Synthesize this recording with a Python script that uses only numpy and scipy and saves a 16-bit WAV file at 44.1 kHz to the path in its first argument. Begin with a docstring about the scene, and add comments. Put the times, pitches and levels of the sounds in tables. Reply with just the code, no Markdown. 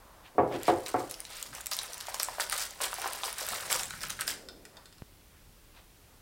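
"""A foil-wrapped chocolate egg is picked out of a glass dish in a small kitchen; the eggs knock about.
The foil is peeled: creases snap, facets pop, tiny buckles crinkle. It is balled up and dropped in the
dish, where it ticks as the creases relax. The bare egg is pressed into a sponge cake with one soft click.
Soft rubbing comes and goes over a low rumble and hiss."""
import sys
import numpy as np
from scipy import signal
from scipy.fft import rfft, irfft
from scipy.io import wavfile
from scipy.ndimage import uniform_filter1d

SR = 44100
rng = np.random.default_rng(int(sys.argv[2]) if len(sys.argv) > 2 else 0)


def persist_wave(psi):
    """Save psi, clipped to +-1, as 16-bit WAV."""
    counts = np.round(np.clip(psi, -1, 1) * 32767).astype(np.int16)
    wavfile.write(sys.argv[1], SR, np.atleast_2d(counts).T)


N = 273861
TIME = np.arange(N) / SR

# Loudest creases, largest facets. Each row: start in seconds, relative level in dB, pitch in Hz.
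CREASE_SNAPS = [(0.6322, -32, 6600), (0.655, -37, 5500), (0.8623, -32, 3340), (0.8827, -33, 9100),
                (1.1113, -28.5, 10400), (1.1415, -34.5, 5440), (1.2032, -30, 9860), (1.2517, -36, 3900),
                (1.3688, -37, 9400), (1.4273, -26.5, 9100), (1.5504, -34.5, 5870), (1.612, -36, 7650),
                (1.6592, -31, 8900), (1.6679, -25.5, 9100), (1.7335, -25.5, 5740), (1.7666, -29, 12200),
                (1.7892, -23.5, 4300), (1.8322, -32, 9300), (1.9427, -34.5, 9100), (2.0093, -32, 5200),
                (2.1439, -27.5, 5430), (2.1989, -22.5, 5100), (2.2311, -19.5, 7700), (2.4022, -28, 9600),
                (2.4087, -27.5, 6640), (2.4976, -26.5, 8700), (2.5222, -27, 8600), (2.6248, -31, 4220),
                (2.8423, -27.5, 3420), (2.9411, -29, 9900), (3.0169, -32, 8000), (3.0757, -29.5, 10000),
                (3.133, -29.5, 8200), (3.2345, -27.5, 2790), (3.3281, -30.5, 8900), (3.41, -32, 5800),
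                (3.4875, -26.5, 7600), (3.7066, -39, 5100), (3.7272, -18, 7500), (3.7944, -30.5, 4600),
                (3.8331, -26.5, 5830), (3.9071, -32, 4340), (4.0332, -30.5, 5000), (4.1037, -27.5, 6370),
                (4.2096, -24, 7700), (4.2785, -23.5, 5800)]
FACET_POPS = [(1.7173, -29, 1250), (2.0838, -27, 830), (2.1437, -27, 1130), (2.201, -26, 1290),
              (2.2854, -24.5, 990), (2.3834, -27, 716), (2.3985, -20.5, 1250), (2.526, -21, 1550),
              (2.8037, -28.5, 1180), (2.93, -25, 1050), (3.0426, -24, 830), (3.0585, -22, 820),
              (3.2343, -26.5, 1090), (3.2796, -30.5, 940), (3.5332, -27, 1070), (3.9072, -29.5, 1170),
              (3.937, -30.5, 1310), (4.0368, -29, 1350), (4.191, -30.5, 1540), (4.2784, -26, 1460)]
# Foil spectra. Each row: frequency in Hz, relative level in dB.
CRINKLE_SPECTRUM = [(1200, -1), (2200, -10), (3200, -4.5), (5000, 2.5), (6600, -4), (8300, 5.5),
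                    (11000, -13.5), (13500, -2.5), (16000, -31)]
RUSTLE_SPECTRUM = [(350, -14.5), (520, 0), (700, -2), (950, 0), (1400, 0.5), (2000, -3.5), (3000, -8)]
# Fingers stirring the foil. Each row: time in seconds, relative level in dB.
STIRRING = [(0.47, -60), (0.65, -50), (1.25, -53.5), (1.66, -55.5), (1.85, -47), (2.35, -46.5),
            (2.78, -51.5), (2.95, -43.5), (3.15, -41.5), (3.35, -47), (3.6, -39.5), (3.9, -46.5),
            (4.3, -55), (4.45, -66)]
# Tugs. Each row: start in seconds, hold in seconds, crinkle and rustle in relative dB.
FOIL_TUGS = [(0.52, 0.034, -60, -44), (0.658, 0.034, -41, -42), (0.855, 0.037, -41, -44.5),
             (0.983, 0.016, -44, -55), (1.09, 0.036, -45, -72), (1.297, 0.17, -45.5, -54.5),
             (1.524, 0.071, -47, -47), (1.71, 0.011, -28.5, -50), (1.763, 0.087, -44, -47.5),
             (2.078, 0.015, -42.5, -46.5), (2.137, 0.0078, -39, -57), (2.198, .05, -37, -58),
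             (2.396, .014, -28.5, -37.5), (2.506, 0.13, -33, -43.5), (2.803, 0.045, -30.5, -36),
             (2.976, 0.099, -44, -40.5), (3.234, 0.046, -34.5, -43.5), (3.372, 0.068, -37.5, -42.5),
             (3.472, 0.085, -37, -42), (3.696, 0.053, -29, -34), (3.773, 0.036, -36, -40.5),
             (4.01, 0.038, -39.5, -41.5), (4.092, 0.013, -37, -39.5), (4.19, 0.027, -39.5, -37.5),
             (4.266, 0.04, -32.5, -39)]
# Balling up. Each row: time in seconds, crumpled share from 0 to 1.
CRUMPLED_SHARE = [(3.82, 0.03), (3.92, 0.67)]
# Dropped foil. Each row: start in seconds, relative level in dB.
SETTLING_TICKS = [(4.4867, -39.5), (4.6525, -41), (4.769, -45.5), (4.857, -46), (4.926, -51), (4.982, -52)]
# Foil ball; dish on a wooden table. Each row: frequency in Hz, gain in dB, T60 in seconds.
WRAPPER_MODES = [(1550, -12, 0.027), (1965, -6, 0.012), (3670, -10.5, .02), (4600, -4, 0.0046),
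                 (5200, -0.5, 0.0067), (7700, -1, .002)]
DISH_MODES = [(93, -5.5, 0.28), (124.6, -4.5, 0.25), (298.2, -7.5, 0.28), (342, -1, 0.24),
              (409.3, -5, 0.29), (459.5, -7, .16), (521.5, 1, 0.34), (576, -2, .12), (726, 1.5, 0.14),
              (793, -7, 0.25), (850, -4.5, 0.16), (951, -6, 0.066), (990, 0, 0.046), (1130, 4.5, 0.065),
              (1157, -9, 0.22), (1427, -17, 0.5), (2200, -5.5, 0.19)]
# Eggs hitting the dish. Each row: start in seconds, relative level in dB, contact cut-off in Hz,
# most strongly struck frequency in Hz.
EGG_KNOCKS = [(0.351, -27, 500, 340), (0.378, -28, 700, 600), (.382, -2, 1020, 950),
              (0.3911, -6.5, 700, 473), (.396, -6.5, 500, 342), (.432, -9, 653, 514), (.513, -15, 800, 430),
              (0.53, -18, 550, 342), (.545, -11.5, 447, 342), (.682, -2, 1250, 726), (0.686, -3, 493, 364),
              (.943, -7, 1180, 760), (1.001, -21.5, 1300, 1130)]
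# Hands, foil and cake. Each row: centre in seconds, length in seconds, level in dB, pitch in Hz.
SOFT_RUBS = [(0.143, 0.46, -58.5, 790), (0.266, 0.035, -55, 2200), (0.547, 0.043, -46, 2300),
             (0.63, .05, -49.5, 1920), (0.691, 0.04, -39.5, 2510), (1.36, 0.11, -50, 2700),
             (1.516, 0.06, -57, 173), (3.528, 0.035, -51.5, 118), (3.963, 0.47, -54, 116),
             (4.423, 0.4, -54.5, 362), (4.787, 0.076, -57.5, 800), (5.35, 0.074, -67, 1600),
             (5.781, 0.058, -61, 800), (5.777, 0.051, -60, 2680), (6.138, .12, -67, 880)]
# Egg seating in the cake: start in seconds, level in dB, pulse time scale in seconds.
CAKE_CLICK = (5.021, -30.5, 0.00137)
# Kitchen tail. Each row: frequency in Hz, T60 in seconds.
ROOM_DECAY = [(100, 0.52), (700, 0.42), (3000, 0.37), (8000, 0.45), (15000, 0)]
# Spectra of the tail and the quiet kitchen. Each row: frequency in Hz, relative level in dB.
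TAIL_SPECTRUM = [(100, 7), (700, 4), (4500, 1.5), (9000, -1.5), (16000, -2.5)]
FLOOR_SPECTRUM = [(15, -21), (28, -3.5), (42, -1), (60, -7), (96, -9.5), (180, -14.5), (400, -18.5),
                  (700, -23), (1500, -25.5), (3400, -27.5), (15500, -31)]


def from_db(db):
    return 10 ** (np.asarray(db) / 20)


def unit_rms(x):
    return x / np.sqrt(np.mean(x ** 2) + 1e-20)


def at_hz(points, hz):
    table_hz, value = np.transpose(points)
    return np.interp(np.log(hz + 1e-9), np.log(table_hz), value)


def add(track, start_s, sound):
    at = round(start_s * SR)
    track[at:at + len(sound)] += sound[:N - at]


def band(x, low_hz, high_hz):
    sos = signal.butter(2, [low_hz, min(high_hz, .47 * SR)], "band", fs=SR, output="sos")
    return signal.sosfilt(sos, x)


def highpass(x, hz, order):
    return signal.sosfilt(signal.butter(order, hz, "high", fs=SR, output="sos"), x)


def ring(clicks, hz, t60_s):
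    r, w = np.exp(-np.log(1000) / (t60_s * SR)), 2 * np.pi * hz / SR
    return signal.lfilter([0, np.sin(w)], [1, -2 * r * np.cos(w), r * r], clicks + 1e-18)


def drift(knots_per_s):
    knots = rng.standard_normal(int(TIME[-1] * knots_per_s) + 2)
    return 1.2 * np.interp(TIME * knots_per_s, np.arange(len(knots)), knots)


def buckles(rows, crack_db, low_hz):
    """A crease buckles in a burst of slips; the facet beside it swings while its tension shifts."""
    out, t = np.zeros(N), TIME[:SR // 80]
    for start_s, db, hz, length_s in rows:
        age = t / length_s
        glide = 1 + 0.11 * rng.standard_normal() * np.tanh(age)
        swing = np.sin(2 * np.pi * hz * t * glide) * age * np.exp(-3 * age)
        slips = rng.standard_normal(len(t)) * np.exp(-age)
        crack = unit_rms(band(slips, low_hz, 2.2 * hz))
        add(out, start_s, from_db(db) * unit_rms(unit_rms(swing) + from_db(crack_db) * crack))
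    return out


def lesser_snaps(pull, first_s=1.5, last_s=4.1, median_gap_s=0.1):
    """Small creases give way at random, harder under a stronger pull. Rows as in CREASE_SNAPS."""
    gap, size, pitch = rng.standard_normal((80, 3)).T
    start_s = first_s + median_gap_s * np.cumsum(np.exp(.6 * gap))
    pull_db = 20 * np.log10(np.interp(start_s, TIME, pull) / pull.mean() + 1e-9)
    db = -35 + .3 * pull_db + 2.5 * size
    hz = 7360 * np.exp(0.52 * np.tanh(pitch))
    return np.column_stack([start_s, db, hz])[start_s < last_s]


def crackle(spectrum, per_s, size_db, clump_db, t60_cycles, wander_db):
    """Tiny buckles in clumps, each ringing briefly at one of 18 pitches; the sum is levelled."""
    born = np.flatnonzero(rng.random(N) < per_s * from_db(clump_db * drift(110)) / SR)
    sizes = from_db(size_db * np.minimum(rng.exponential(1, N), 3.5)) * rng.choice([-1, 1], N)
    pitches_hz = np.geomspace(spectrum[0][0], spectrum[-1][0], 18)
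    pitch_index = rng.integers(0, len(pitches_hz), N)[born]
    out = 0
    for k, hz in enumerate(pitches_hz):
        clicks, at = np.zeros(N), born[pitch_index == k]
        clicks[at] = sizes[at]
        gain = from_db(at_hz(spectrum, hz) + wander_db * drift(14)) * np.sqrt(hz)
        out += gain * unit_rms(np.diff(ring(clicks, hz, t60_cycles / hz), prepend=0))
    return out / np.sqrt(uniform_filter1d(out ** 2, size=1500) + 1e-9)


def finger_effort(attack_s=0.0076, release_s=0.024):
    """Crinkle and rustle envelopes: tugs rise, hold and fade on top of the stirring."""
    crinkle = from_db(np.interp(TIME, *np.transpose(STIRRING), left=-np.inf, right=-np.inf))
    rustle = from_db(-3.5) * crinkle
    for start_s, hold_s, crinkle_db, rustle_db in FOIL_TUGS:
        age_s = TIME - start_s
        tug = np.clip(age_s / attack_s, 0, 1) * np.exp(-np.maximum(age_s - hold_s, 0) / release_s)
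        crinkle = np.hypot(crinkle, from_db(crinkle_db) * tug)
        rustle = np.hypot(rustle, from_db(rustle_db) * tug)
    return crinkle, rustle


def peeling(snap_s=0.0011, pop_cycles=1.95):
    """Creases snap and crinkle, facets pop as they flip, the whole sheet rustles."""
    crinkle_gain, rustle_gain = finger_effort()
    snap_rows = [(s, db, hz, snap_s) for s, db, hz in [*CREASE_SNAPS, *lesser_snaps(crinkle_gain)]]
    pop_rows = [(s, db, hz, pop_cycles / hz) for s, db, hz in FACET_POPS]
    snaps = from_db(-9) * buckles(snap_rows, crack_db=0, low_hz=2130)
    pops = from_db(-11.5) * buckles(pop_rows, crack_db=-3.5, low_hz=550)
    crinkle = crackle(CRINKLE_SPECTRUM, 4400, size_db=3.5, clump_db=4.4, t60_cycles=12.5, wander_db=0)
    rustle = crackle(RUSTLE_SPECTRUM, 1600, size_db=4.5, clump_db=4.5, t60_cycles=8.3, wander_db=2)
    return snaps + pops + from_db(-3) * crinkle_gain * crinkle + from_db(-1.5) * rustle_gain * rustle


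def balled_up(foil, hollow_hz=1390, hollow_db=3.5):
    """A thin sheet radiates no bass; crumpled, it loses more and its hollow resonates."""
    sheet = highpass(foil, 330, order=3)
    hollow = from_db(hollow_db) * signal.lfilter(*signal.iirpeak(hollow_hz, 3, fs=SR), sheet)
    ball = highpass(sheet + hollow, 1200, order=4) + 0.082 * sheet
    share = np.interp(TIME, *np.transpose(CRUMPLED_SHARE))
    return (1 - share) * sheet + share * ball


def settling(decay_s=0.0021):
    """Single creases relax with a dry tick and set the wrapper ringing."""
    slips, t = np.zeros(N), TIME[:SR // 100]
    for start_s, db in SETTLING_TICKS:
        burst = rng.standard_normal(len(t)) * np.exp(-t / decay_s)
        add(slips, start_s, from_db(db) * burst / np.linalg.norm(burst))
    ringing = sum(from_db(db) * ring(slips, hz, t60_s) for hz, db, t60_s in WRAPPER_MODES)
    return from_db(1.5) * ringing + from_db(19.5) * band(slips, 1400, 7600)


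def dish_knocks(gain_db=-24.5, swing_hz=800, swing_s=0.00097, thud_s=0.028):
    """Each blow swings the dish once, favours the modes of the spot it hits and thuds in the table."""
    out, t = np.zeros(N), TIME[:SR // 3]
    hz, mode_db, t60_s = np.transpose(DISH_MODES)[:, :, None]
    swing = -from_db(21) * np.sin(2 * np.pi * swing_hz * t) * np.exp(-t / swing_s)
    for start_s, db, contact_hz, struck_hz in EGG_KNOCKS:
        favour_db = 6 * np.exp(-(np.log(hz / struck_hz) / 0.15) ** 2)
        strength = from_db(mode_db + favour_db + rng.standard_normal(hz.shape))
        age_s = np.maximum(t - .001 - 0.00395 * rng.random(hz.shape) ** 2, 0)  # bending waves disperse
        modes = strength * np.sin(2 * np.pi * hz * age_s) * np.exp(-np.log(1000) * age_s / t60_s)
        thud = from_db(4) * unit_rms(band(rng.standard_normal(len(t)), 273, 1740)) * np.exp(-t / thud_s)
        blow = signal.lfilter(*signal.butter(2, contact_hz, fs=SR), swing + modes.sum(axis=0) + thud)
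        add(out, start_s, from_db(db + gain_db) * blow)
    # A small dish radiates little bass; the table top booms faintly.
    return highpass(out, 281, order=4) + from_db(-7) * band(out, 90, 160)


def cake_click(cutoff_hz=3500):
    """The egg seats: a sudden push with a slow rebound."""
    start_s, db, scale_s = CAKE_CLICK
    out, age = np.zeros(N), TIME[:SR // 20] / scale_s
    add(out, start_s, from_db(db) * np.exp(-age / 2) * (np.cos(age) - .9 * np.sin(.6 * age)))
    return signal.lfilter(*signal.butter(2, cutoff_hz, fs=SR), out)


def rubs(edge_ratio=1.63):
    """Soft friction swells and fades."""
    out = np.zeros(N)
    for centre_s, length_s, db, hz in SOFT_RUBS:
        near = np.abs(TIME - centre_s) < 2 * length_s
        noise = unit_rms(band(rng.standard_normal(N)[near], hz / edge_ratio, hz * edge_ratio))
        out[near] += from_db(db) * np.exp(-2 * ((TIME[near] - centre_s) / length_s) ** 2) * noise
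    return out


def kitchen(x, wet_db, tail_count):
    """Direct sound plus diffuse tails; a turning source keeps meeting other reflections."""
    t = TIME[:SR * 2 // 5]
    edges_hz = np.geomspace(60, 19000, 12)
    tails = 0
    for low_hz, high_hz in zip(edges_hz, edges_hz[1:]):
        hz = np.sqrt(low_hz * high_hz)
        noise = band(rng.standard_normal((tail_count, len(t))), low_hz, high_hz)
        decay = np.exp(-np.log(1000) * t / at_hz(ROOM_DECAY, hz))
        tails += noise * from_db(at_hz(TAIL_SPECTRUM, hz)) * decay
    tails *= np.clip((t - .002) / 0.00058, 0, 1) * (1 + 2 * np.exp(-t / 0.0073))  # table top first
    facing = rng.integers(0, tail_count, N)[np.arange(N) // 512]
    wet = 0
    for k, tail in enumerate(tails):
        share = uniform_filter1d((facing == k).astype(float), size=128)
        wet += signal.oaconvolve(x * share, tail / np.linalg.norm(tail))[:N]
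    return x + from_db(wet_db) * wet


def room_tone(level_db=-57.5):
    """Low rumble and even hiss."""
    gain = from_db(at_hz(FLOOR_SPECTRUM, np.fft.rfftfreq(N, 1 / SR)))
    return from_db(level_db) * unit_rms(irfft(rfft(rng.standard_normal(N)) * gain, N))


def scene():
    """Foil, dish and ticks each get their own share of room. Mono."""
    foil, dish, ticks = balled_up(peeling()), dish_knocks(), settling()
    sound = kitchen(foil, wet_db=-8, tail_count=5)
    sound += kitchen(dish, wet_db=-9.5, tail_count=3)
    sound += kitchen(ticks, wet_db=-4.5, tail_count=2)
    return (sound + cake_click() + rubs() + room_tone())[None]


def record(dry, dip_hz=6600, cutoff_hz=15900):
    """The microphone has a shallow treble dip; the top is cut."""
    dipped = dry - 0.14 * signal.lfilter(*signal.iirpeak(dip_hz, 4, fs=SR), dry)
    return signal.sosfilt(signal.cheby1(12, .2, cutoff_hz, fs=SR, output="sos"), dipped)


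dry = scene()
out = record(dry)
persist_wave(out)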